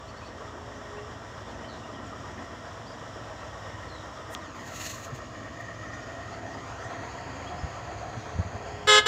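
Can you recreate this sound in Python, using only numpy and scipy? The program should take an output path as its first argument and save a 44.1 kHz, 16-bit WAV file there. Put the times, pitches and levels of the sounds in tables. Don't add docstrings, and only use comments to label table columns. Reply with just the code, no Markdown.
import sys
import numpy as np
from scipy import signal
from scipy.fft import rfft, irfft, next_fast_len
from scipy.io import wavfile
from scipy.ndimage import map_coordinates

SR = 44100
rng = np.random.default_rng(int(sys.argv[2]) if len(sys.argv) > 2 else 0)


def unload_audio(sound):
    columns = np.transpose(np.atleast_2d(sound))
    steps = np.round(np.clip(columns, -1, 1) * 32767)
    wavfile.write(sys.argv[1], SR, steps.astype(np.int16))


N = 399987

# t/s, firing rate/Hz
FIRING_RATE = [(0, 58.2), (.24, 57.3), (0.52, 60.1), (0.92, 59.1), (1.35, 61.8), (2, 61.4), (2.65, 62),
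               (3.3, 63.1), (5.4, 63.1), (6.55, 66.74), (7.4, 65.84), (8, 64.24), (8.3, 61), (8.65, 59.3)]
# multiple of the eight-firing cycle, relative level/dB
EXHAUST_ORDERS = [(8, 1.5), (11, 1), (13, 2), (14, -2.5), (15, -9), (16, -7), (17, -5), (19, -15.5),
                  (30, -11), (32, -21)]
PIPE_ORDERS = [(40, -3), (48, -6), (56, -10.5), (64, -10)]
# f/Hz, relative level/dB
RUMBLE_SPECTRUM = [(20, -42), (32, -22), (45, -4), (60, -6.5), (85, -3), (108, 2.5), (150, -6.5),
                   (220, -15.5), (400, -35), (900, -66)]
ROAR_SPECTRUM = [(90, -18), (180, -8), (290, -13), (390, -13), (470, -4), (570, -2), (820, -7),
                 (1100, -2.5), (1350, -9.5), (1550, -8), (1950, -12.5), (2250, -38), (3500, -42),
                 (8000, -72)]
HISS_OPEN_SPECTRUM = [(1240, -14), (2100, -2), (2460, -6), (2990, 0), (3380, 0), (4400, -11), (5500, -0.5),
                      (6380, -9.5), (6920, -6), (7830, -13), (9230, -29), (10300, -26.5), (11600, -34.5),
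                      (15000, -30)]
HISS_HELD_SPECTRUM = [(1240, -44), (2100, -1), (3020, -1.5), (3250, -2.5), (3800, -7), (4660, -5),
                      (5640, -7.5), (6300, -5.5), (6750, -2), (7150, -8), (7500, -13.5), (9010, -27.5),
                      (12300, -35), (15000, -31)]
RATTLE_SPECTRUM = [(120, -40), (290, 2), (650, -4), (1300, -.5), (1900, -18.5), (2400, -37), (6000, -53)]
# f/Hz, width/Hz, far gain/dB, near gain/dB
PANEL_MODES = [(1004, 85, -7.5, -6.5), (1321, 70, -5.5, -1.5), (2360, 110, -17.5, -25),
               (3250, 320, -50, -13)]
# t/s, f/Hz, level/dB
INTAKE_GROWL = [(0, 634.2, -52), (2.2, 647, -49.5), (4, 640.9, -52), (5.9, 657.7, -50),
                (6.25, 669.2, -45.5), (7.4, 693.3, -43.5), (8.15, 698.4, -44), (8.8, 678.5, -43.5)]
# t/s, level/dB
PANEL_LEVEL = [(0, -56.5), (2.2, -55), (4.5, -53), (5.1, -54), (5.35, -51), (6.0, -51.5), (6.4, -51.5),
               (7.6, -50.5), (7.9, -59), (8.8, -56)]
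# t/s, half length/s, lift/dB
TRACK_RUTS = [(2.1, 0.8, 6.5), (4.75, 0.5, 4), (6.2, 0.74, 7), (7.348, 0.42, 9.5)]
# harmonic, relative level/dB
LOW_HORN_HARMONICS = [(1, -1), (2, -9), (3, 1), (4, -1), (5, -3), (6, -15), (7, -3), (8, -2.5), (9, -5),
                      (10, -13), (11, -18), (12, -14), (13, -16), (14, -15), (15, -22), (16, -22),
                      (17, -10), (18, -13), (19, -19), (20, -29), (21, -29), (22, -32), (23, -42),
                      (24, -40)]
HIGH_HORN_HARMONICS = [(1, -1), (2, -4), (3, -3), (4, -.5), (5, -8), (6, -2), (7, -3), (8, -6), (9, -9),
                       (10, -8), (11, -16), (12, -13), (13, -14), (14, -13), (15, -23), (16, -27)]
# down t/s, up t/s
HORN_PRESSES = [(8.87, 8.987), (9.057, 9.2)]
# f/Hz, time constant/s
HORN_DECAY = [(450, .014), (1500, .014), (3200, .021), (5000, .013)]
# f/Hz, relative level/dB
RASP_SPECTRUM = [(200, -30), (900, -1), (1300, 1), (1600, 8.5), (1900, -2), (2400, -6), (3150, 3),
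                 (4500, -8), (7500, -11), (9000, -16), (11500, -28), (15000, -24)]
# t/s, delay/ms, gain
SURFACE_REFLECTION = [(4.36, .3, 0), (4.45, .6, .7), (4.6, .95, .65), (4.75, 1.5, .5), (4.95, 1.78, .5),
                      (5.4, 1.7, .42), (6.25, 1.62, .4), (6.6, .95, .55), (6.9, .5, .45), (7.2, .43, .48),
                      (7.9, .445, .4), (8.3, .495, .5), (8.8, .4, .55)]
# start t/s, peak t/s, end t/s, level/dB
FINGER_STROKES = [(4.5, 4.87, 5.13, -37), (4.99, 5.05, 5.11, -47), (5.1, 5.16, 5.22, -51),
                  (5.58, 5.61, 5.63, -54)]
# f/Hz, relative level/dB
RUB_SPECTRUM = [(1180, -26), (2000, -5), (2180, -15), (2770, -5), (3120, -14.5), (4250, -7.5), (5000, -17),
                (6750, -3), (8880, -25.5), (15500, -21.5)]
NAIL_SPECTRUM = [(1500, -25), (4000, -12), (7000, 3), (9000, -1), (15500, -8)]
# t/s, relative level/dB, f/Hz
CASE_BUMPS = [(5.123, -33, 132), (7.539, -33, 91), (7.635, -26, 78.5), (8.168, -32, 121), (8.352, -30, 80),
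              (8.389, -20, 89), (8.451, -31.5, 92), (8.547, -33, 106), (8.824, -40, 106), (8.845, -37, 105)]
# t/s, length/s, top f/Hz, level/dB
BIRD_CHIRPS = [(.072, .042, 4500, -55.5), (.158, .05, 4530, -56.5), (.21, .04, 2550, -53),
               (.242, .046, 4520, -54.5), (.965, .035, 2800, -52), (1.636, .028, 3100, -48),
               (1.832, .025, 2850, -50), (2.86, .054, 4880, -52.5), (5.86, .04, 6150, -56),
               (5.92, .05, 6050, -54.5), (6.005, .045, 5600, -56), (6.32, .04, 4580, -54),
               (6.53, .032, 4930, -52), (6.8, .07, 6170, -55), (7.459, .042, 3320, -48),
               (7.57, .05, 5250, -53)]
# t/s, length/s, start f/Hz, level/dB, trill rate/Hz, trill depth/fraction of f
BIRD_FALLS = [(1.682, .1, 4520, -47, 108, .07), (1.938, .06, 3420, -48, 85, .03),
              (2.062, .025, 7800, -56, 0, 0), (2.916, .02, 5400, -52, 0, 0),
              (3.884, .17, 4420, -48, 49, .025), (6.84, .04, 8450, -59, 0, 0)]
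ARCH, FALL = ((.85, 1, .93), 1), ((1, .88, .85), .45)
# f/Hz, T60/s
HILL_T60 = [(200, 0.26), (1500, 0.87), (4000, 0.51), (9000, 0.12)]

CRUISE_HZ, START_M, CLIMB_M_PER_S = 63, 102, 1
CLEARING_S = (6.8, 6.92)
GRIP_S, CUPPED_S = 4.35, (4.44, 6.58)


def truck():
    cycle_hz = curves(FIRING_RATE)[0] / 8
    cycle = np.cumsum(cycle_hz * (1 + .002046 * wobble(6))) / SR
    exhaust_db = truck_db(-55, db_per_hz=.11, clear_db=1.9)
    roar_db = truck_db(-45, db_per_hz=.17, clear_db=1) - 2 * cupping()
    hiss_db = truck_db(-53.5, db_per_hz=.29, clear_db=0) - .9 * cupping()
    swell_db = .4 * wobble(9)
    engine = amp(roar_db - .68) * roar(cycle)
    engine += intake_growl(cycle) + singing_panel(cycle) + tipper_drone(cycle)
    engine += amp(roar_db - 9) * overtones(cycle)
    clatter = amp(roar_db - 6.3) * rattle(cycle)
    engine += amp(exhaust_db) * exhaust(cycle, cycle_hz)
    return amp(swell_db) * engine + clatter + amp(hiss_db + .5 * swell_db) * hiss(cycle)


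def truck_db(base_db, db_per_hz, clear_db):
    nearing_db = -20 * np.log10(1 - CLIMB_M_PER_S * clock() / START_M)
    effort_db = db_per_hz * (curves(FIRING_RATE)[0] - CRUISE_HZ)
    return base_db + nearing_db + effort_db + clear_db * np.interp(clock(), CLEARING_S, [0, 1])


def exhaust(cycle, cycle_hz):
    strain = np.interp(8 * cycle_hz, [CRUISE_HZ - 1, CRUISE_HZ + 2], [.12, .9])
    lines = np.zeros(N)
    for order, db in EXHAUST_ORDERS + PIPE_ORDERS:
        boom = 1 + 5.2 * abs(resonance(order * cycle_hz, hz=416, width_hz=13)) ** 2
        waver_rad = .35 * wobble(7) + strain * order / 48 * wobble(45)
        gain = amp(db + 2.94 * wobble(8.2)) * boom
        lines += gain * np.sin(2 * np.pi * (order * cycle + rng.random()) + waver_rad)
    return lines + amp(5) * coloured(rng.standard_normal(N), RUMBLE_SPECTRUM)


def roar(cycle):
    chug = 1 + .08 * np.cos(2 * np.pi * 4 * cycle) + .1 * np.cos(2 * np.pi * 3 * cycle)
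    puffs = unit(chug * rng.standard_normal(N))
    knock = knocks(cycle, cylinder_db=2)
    drive = unit(puffs + .08 * knock + .25 * hillside(knock))
    nearness = np.interp(clock(), CLEARING_S, [0, 1])
    sound = filtered(drive, lambda f: amp(along(ROAR_SPECTRUM, f)))
    for hz, width_hz, far_db, near_db in PANEL_MODES:
        shake = unit(rng.standard_normal(N) + .61 * drive)
        mode_db = far_db + (near_db - far_db) * nearness + .34 * wobble(5)
        sound += amp(mode_db) * filtered(shake, lambda f: resonance(f, hz, width_hz) ** 2)
    return unit(sound) * lope(cycle, depth_db=2.3, peak_at=.13, sharpness=4) * amp(.5 * wobble(40))


def knocks(cycle, cylinder_db, scatter_db=3, jitter_s=.0003):
    firings = np.flatnonzero(np.diff(np.floor(8 * cycle)))
    cylinder = np.arange(len(firings)) % 8
    own = rng.standard_normal((8, 2))[cylinder]
    chance = rng.standard_normal((len(firings), 2))
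    offset_s = .000803 * own[:, 1] + jitter_s * chance[:, 1]
    at = np.clip(firings + SR * offset_s, 0, N - 1).astype(int)
    return unit(np.bincount(at, amp(cylinder_db * own[:, 0] + scatter_db * chance[:, 0]), N))


def lope(cycle, depth_db, peak_at, sharpness):
    return unit(amp(depth_db * np.abs(np.cos(np.pi * (cycle - peak_at))) ** sharpness))


def intake_growl(cycle, wander_hz=9):
    growl_hz, growl_db = curves(INTAKE_GROWL)
    centre_hz = growl_hz.mean()
    glide = np.exp(2j * np.pi * np.cumsum(growl_hz - centre_hz + wander_hz * wobble(5)) / SR)
    ring = ringing(cycle, hz=centre_hz, width_hz=95, skirt=.34, flutter_db=-.9)
    growl = np.real(signal.hilbert(ring) * glide)
    return amp(growl_db) * growl * lope(cycle, depth_db=5.4, peak_at=.19, sharpness=9)


def singing_panel(cycle):
    ring = ringing(cycle, hz=1874, width_hz=62, skirt=.38, flutter_db=1.3)
    return amp(curves(PANEL_LEVEL)[0]) * ring * lope(cycle, depth_db=2.4, peak_at=.16, sharpness=2)


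def tipper_drone(cycle):
    rut_db = sum(db * np.exp(-((clock() - at_s) / half_s) ** 2) for at_s, half_s, db in TRACK_RUTS)
    drone_db = truck_db(-55.5, db_per_hz=-.4, clear_db=-1.5) + rut_db
    return amp(drone_db) * ringing(cycle, hz=237.5, width_hz=191, skirt=0, flutter_db=2)


def ringing(cycle, hz, width_hz, skirt, flutter_db):
    shake = hillside(knocks(cycle, cylinder_db=4.5)) + .75 * rng.standard_normal(N)
    mode = lambda f: resonance(f, hz, width_hz) ** 2 + skirt * resonance(f, hz, 5.5 * width_hz) ** 2
    return unit(filtered(shake, mode)) * amp(flutter_db * wobble(9))


def overtones(cycle):
    partials = np.zeros(N)
    for k in range(9, 23):
        fade = amp(5 * wobble(4))
        partials += fade * np.sin(2 * np.pi * (8 * k * cycle + rng.random()) + .5 * wobble(9))
    return unit(partials)


def rattle(cycle, per_s=110, spread_db=17, ring_s=.008):
    clanks, t = np.zeros(N + SR), np.arange(SR // 16) / SR
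    for when, pitch, strength, phase in rng.random((int(per_s * N / SR), 4)):
        hz = 260 + 1700 * pitch
        envelope = amp(spread_db * strength) * np.exp(-t / ring_s)
        clanks[int(when * N):][:len(t)] += envelope * np.sin(2 * np.pi * (hz * t + phase))
    clatter = coloured(clanks[:N] + .5 * hillside(clanks), RATTLE_SPECTRUM)
    return clatter * lope(cycle, depth_db=2, peak_at=.15, sharpness=2)


def hiss(cycle):
    air = rng.standard_normal(N) * amp(.7 * wobble(25) + .2 * np.cos(2 * np.pi * 4 * cycle))
    held = ease(GRIP_S, .15)
    return (1 - held) * coloured(air, HISS_OPEN_SPECTRUM) + held * coloured(air, HISS_HELD_SPECTRUM)


def horn():
    low = diaphragm(hz=422.8, harmonics=LOW_HORN_HARMONICS, jitter=.0058, rasp_db=-15.5)
    high = diaphragm(hz=520.5, harmonics=HIGH_HORN_HARMONICS, jitter=.0085, rasp_db=-13)
    both = amp(-15.6) * low + amp(-21.8) * high
    return both + amp(-19.5) * hillside(both)


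def diaphragm(hz, harmonics, jitter, rasp_db):
    orders, levels_db = np.transpose(harmonics)
    cepstrum = irfft(np.log(amp(np.interp(np.arange(129), orders, levels_db))))
    lag_rad = 2 * rfft(cepstrum[:128], 256).imag
    on = clock() > HORN_PRESSES[0][0]
    t = clock()[on]
    pitch_hz = hz * (1 + jitter * wobble(500) + .0014 * wobble(40))
    phase = 2 * np.pi * np.cumsum(pitch_hz[on]) / SR
    tone = np.zeros(N)
    for k, db in zip(orders, levels_db):
        smear_rad = .09 * k * rng.standard_normal()
        flutter = amp(min(.25 * k, 1.6) * wobble(70)[on])
        envelope = swing(t, along(HORN_DECAY, k * hz)) ** (1 + .02 * k)
        tone[on] += amp(db) * flutter * envelope * np.cos(k * phase + lag_rad[round(k)] + smear_rad)
    tone /= np.linalg.norm(amp(levels_db)) * np.sqrt(.5)
    rasp = coloured(rng.standard_normal(N), RASP_SPECTRUM)
    chatter_db = sum(8 * np.exp(-np.abs(clock() - down_s) / .018) for down_s, _ in HORN_PRESSES)
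    return tone + amp(rasp_db + chatter_db) * rasp * swing(clock(), along(HORN_DECAY, hz))


def swing(t, ring_s):
    return sum((1 - np.exp(-np.maximum(t - down_s, 0) / .01)) * np.exp(-np.maximum(t - up_s, 0) / ring_s)
               for down_s, up_s in HORN_PRESSES)


def past_surface(x, second_ms=.58, second_gain=.14):
    delay_ms, gain = curves(SURFACE_REFLECTION)
    treble = filtered(x, lambda f: f ** 2 / (f ** 2 + 1100 ** 2) / (1 + (f / 7500) ** 8))
    dull = filtered(x, lambda f: .85 * f ** 4 / (f ** 4 + 600 ** 4) / (1 + (f / 3200) ** 4))
    delayed = lambda sound, ms: np.interp(clock() - ms / 1000, clock(), sound)
    far = np.clip((delay_ms - .5) / .6, 0, 1)
    second = second_gain * cupping() * delayed(treble, second_ms)
    return x + gain * delayed(far * dull + (1 - far) * treble, delay_ms) + second


def cupping():
    return ease(CUPPED_S[0], .18) - ease(CUPPED_S[1], .23)


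def finger_rub():
    pressure = sum(amp(db) * stroke(*times_s) for *times_s, db in FINGER_STROKES)
    return pressure * amp(2 * wobble(60)) * coloured(rng.standard_normal(N), RUB_SPECTRUM)


def fingernail(tick_s=4.35):
    pressure = stroke(tick_s - .07, tick_s - .004, tick_s + .002)
    scrape = amp(-46) * pressure * coloured(rng.standard_normal(N), NAIL_SPECTRUM)
    t = np.maximum(clock() - tick_s, 0)
    modes = np.sin(2 * np.pi * 3300 * t) - .4 * np.sin(2 * np.pi * 6700 * t)
    return scrape + amp(-18.5) * np.exp(-t / .0005) * modes


def stroke(start_s, peak_s, end_s, swell_db=27.5):
    slack = np.interp(clock(), [start_s, peak_s, end_s], [1, 0, 1])
    return amp(-swell_db * slack) * (1 - slack ** 6)


def case_bumps():
    bumps, t = np.zeros(N + SR), np.arange(SR // 4) / SR
    for at_s, db, hz in CASE_BUMPS:
        rock = t / .0046 * np.exp(1 - t / .0074) * np.sin(2 * np.pi * hz * t)
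        overtone = 1.18 * np.exp(-t / .012) * np.sin(2 * np.pi * 1.91 * hz * t)
        bumps[round(at_s * SR):][:len(t)] += amp(db - 2.5) * (rock + overtone)
    return bumps[:N]


def birds():
    song = np.zeros(N + SR)
    notes = [(*row, 0, 0, ARCH) for row in BIRD_CHIRPS + far_chirps(per_s=14, db=-60)]
    notes += [(*row, FALL) for row in BIRD_FALLS]
    ragged = 1 + .012 * wobble(400)
    for start_s, length_s, pitch_hz, db, trill_hz, depth, (shape, skew) in notes:
        t = np.arange(int(length_s * SR)) / SR
        at = max(0, round(start_s * SR))
        progress, trill_rad = t / length_s, 2 * np.pi * trill_hz * t
        contour = np.polyval(np.polyfit([0, .5, 1], shape, 2), progress)
        hz = pitch_hz * contour * (1 - depth * np.sin(trill_rad)) * ragged[at:][:len(t)]
        envelope = np.sqrt(np.sin(np.pi * progress ** skew)) * (1 + np.cos(trill_rad)) / 2
        song[at:][:len(t)] += amp(db) * envelope * np.sin(2 * np.pi * np.cumsum(hz) / SR)
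    return song[:N] + amp(-8) * hillside(song[:N])


def far_chirps(per_s, db):
    return [(when * (N / SR - .5), .0252 + .0326 * length, 2500 + 4500 * pitch ** 2, db - 5 * far)
            for when, length, pitch, far in rng.random((int(per_s * N / SR), 4))]


def hillside(x):
    hz, t, spectra = signal.stft(rng.standard_normal(SR // 2), SR, nperseg=256)
    decay = amp(-60 * t / along(HILL_T60, hz)[:, None])
    tail = signal.istft(spectra * decay, SR, nperseg=256)[1]
    return signal.fftconvolve(x, tail / np.linalg.norm(tail))[:N]


def amp(db):
    return 10 ** (np.asarray(db) / 20)


def unit(x):
    return x / np.sqrt(np.mean(x ** 2) + 1e-20)


def clock():
    return np.arange(N) / SR


def ease(start_s, length_s):
    return (1 - np.cos(np.pi * np.clip((clock() - start_s) / length_s, 0, 1))) / 2


def along(points, hz):
    f, values = np.transpose(points)
    return np.interp(np.log(hz + 1), np.log(f + 1), values)


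def curves(rows):
    times_s, *columns = np.transpose(rows)
    return [np.interp(clock(), times_s, column) for column in columns]


def wobble(knots_per_s):
    knots = rng.standard_normal(int(N * knots_per_s / SR) + 4)
    coarse = np.arange(0, N, 32)
    return np.interp(np.arange(N), coarse, map_coordinates(knots, [coarse * knots_per_s / SR]))


def filtered(x, response):
    size = next_fast_len(N + SR // 2)
    return irfft(rfft(x, size) * response(np.fft.rfftfreq(size, 1 / SR)), size)[:N]


def coloured(x, spectrum):
    return unit(filtered(x, lambda hz: amp(along(spectrum, hz))))


def resonance(f, hz, width_hz):
    return 1j * f * width_hz / (hz * hz - f * f + 1j * f * width_hz)


def scene():
    return (past_surface(truck()) + birds() + horn() + finger_rub() + fingernail() + case_bumps())[None]


def record(dry):
    low_hz, top_hz = 32, 15600
    return filtered(dry[0], lambda hz: (hz < top_hz) * hz ** 4 / (hz ** 4 + low_hz ** 4))[None]


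dry = scene()
out = record(dry)
unload_audio(out)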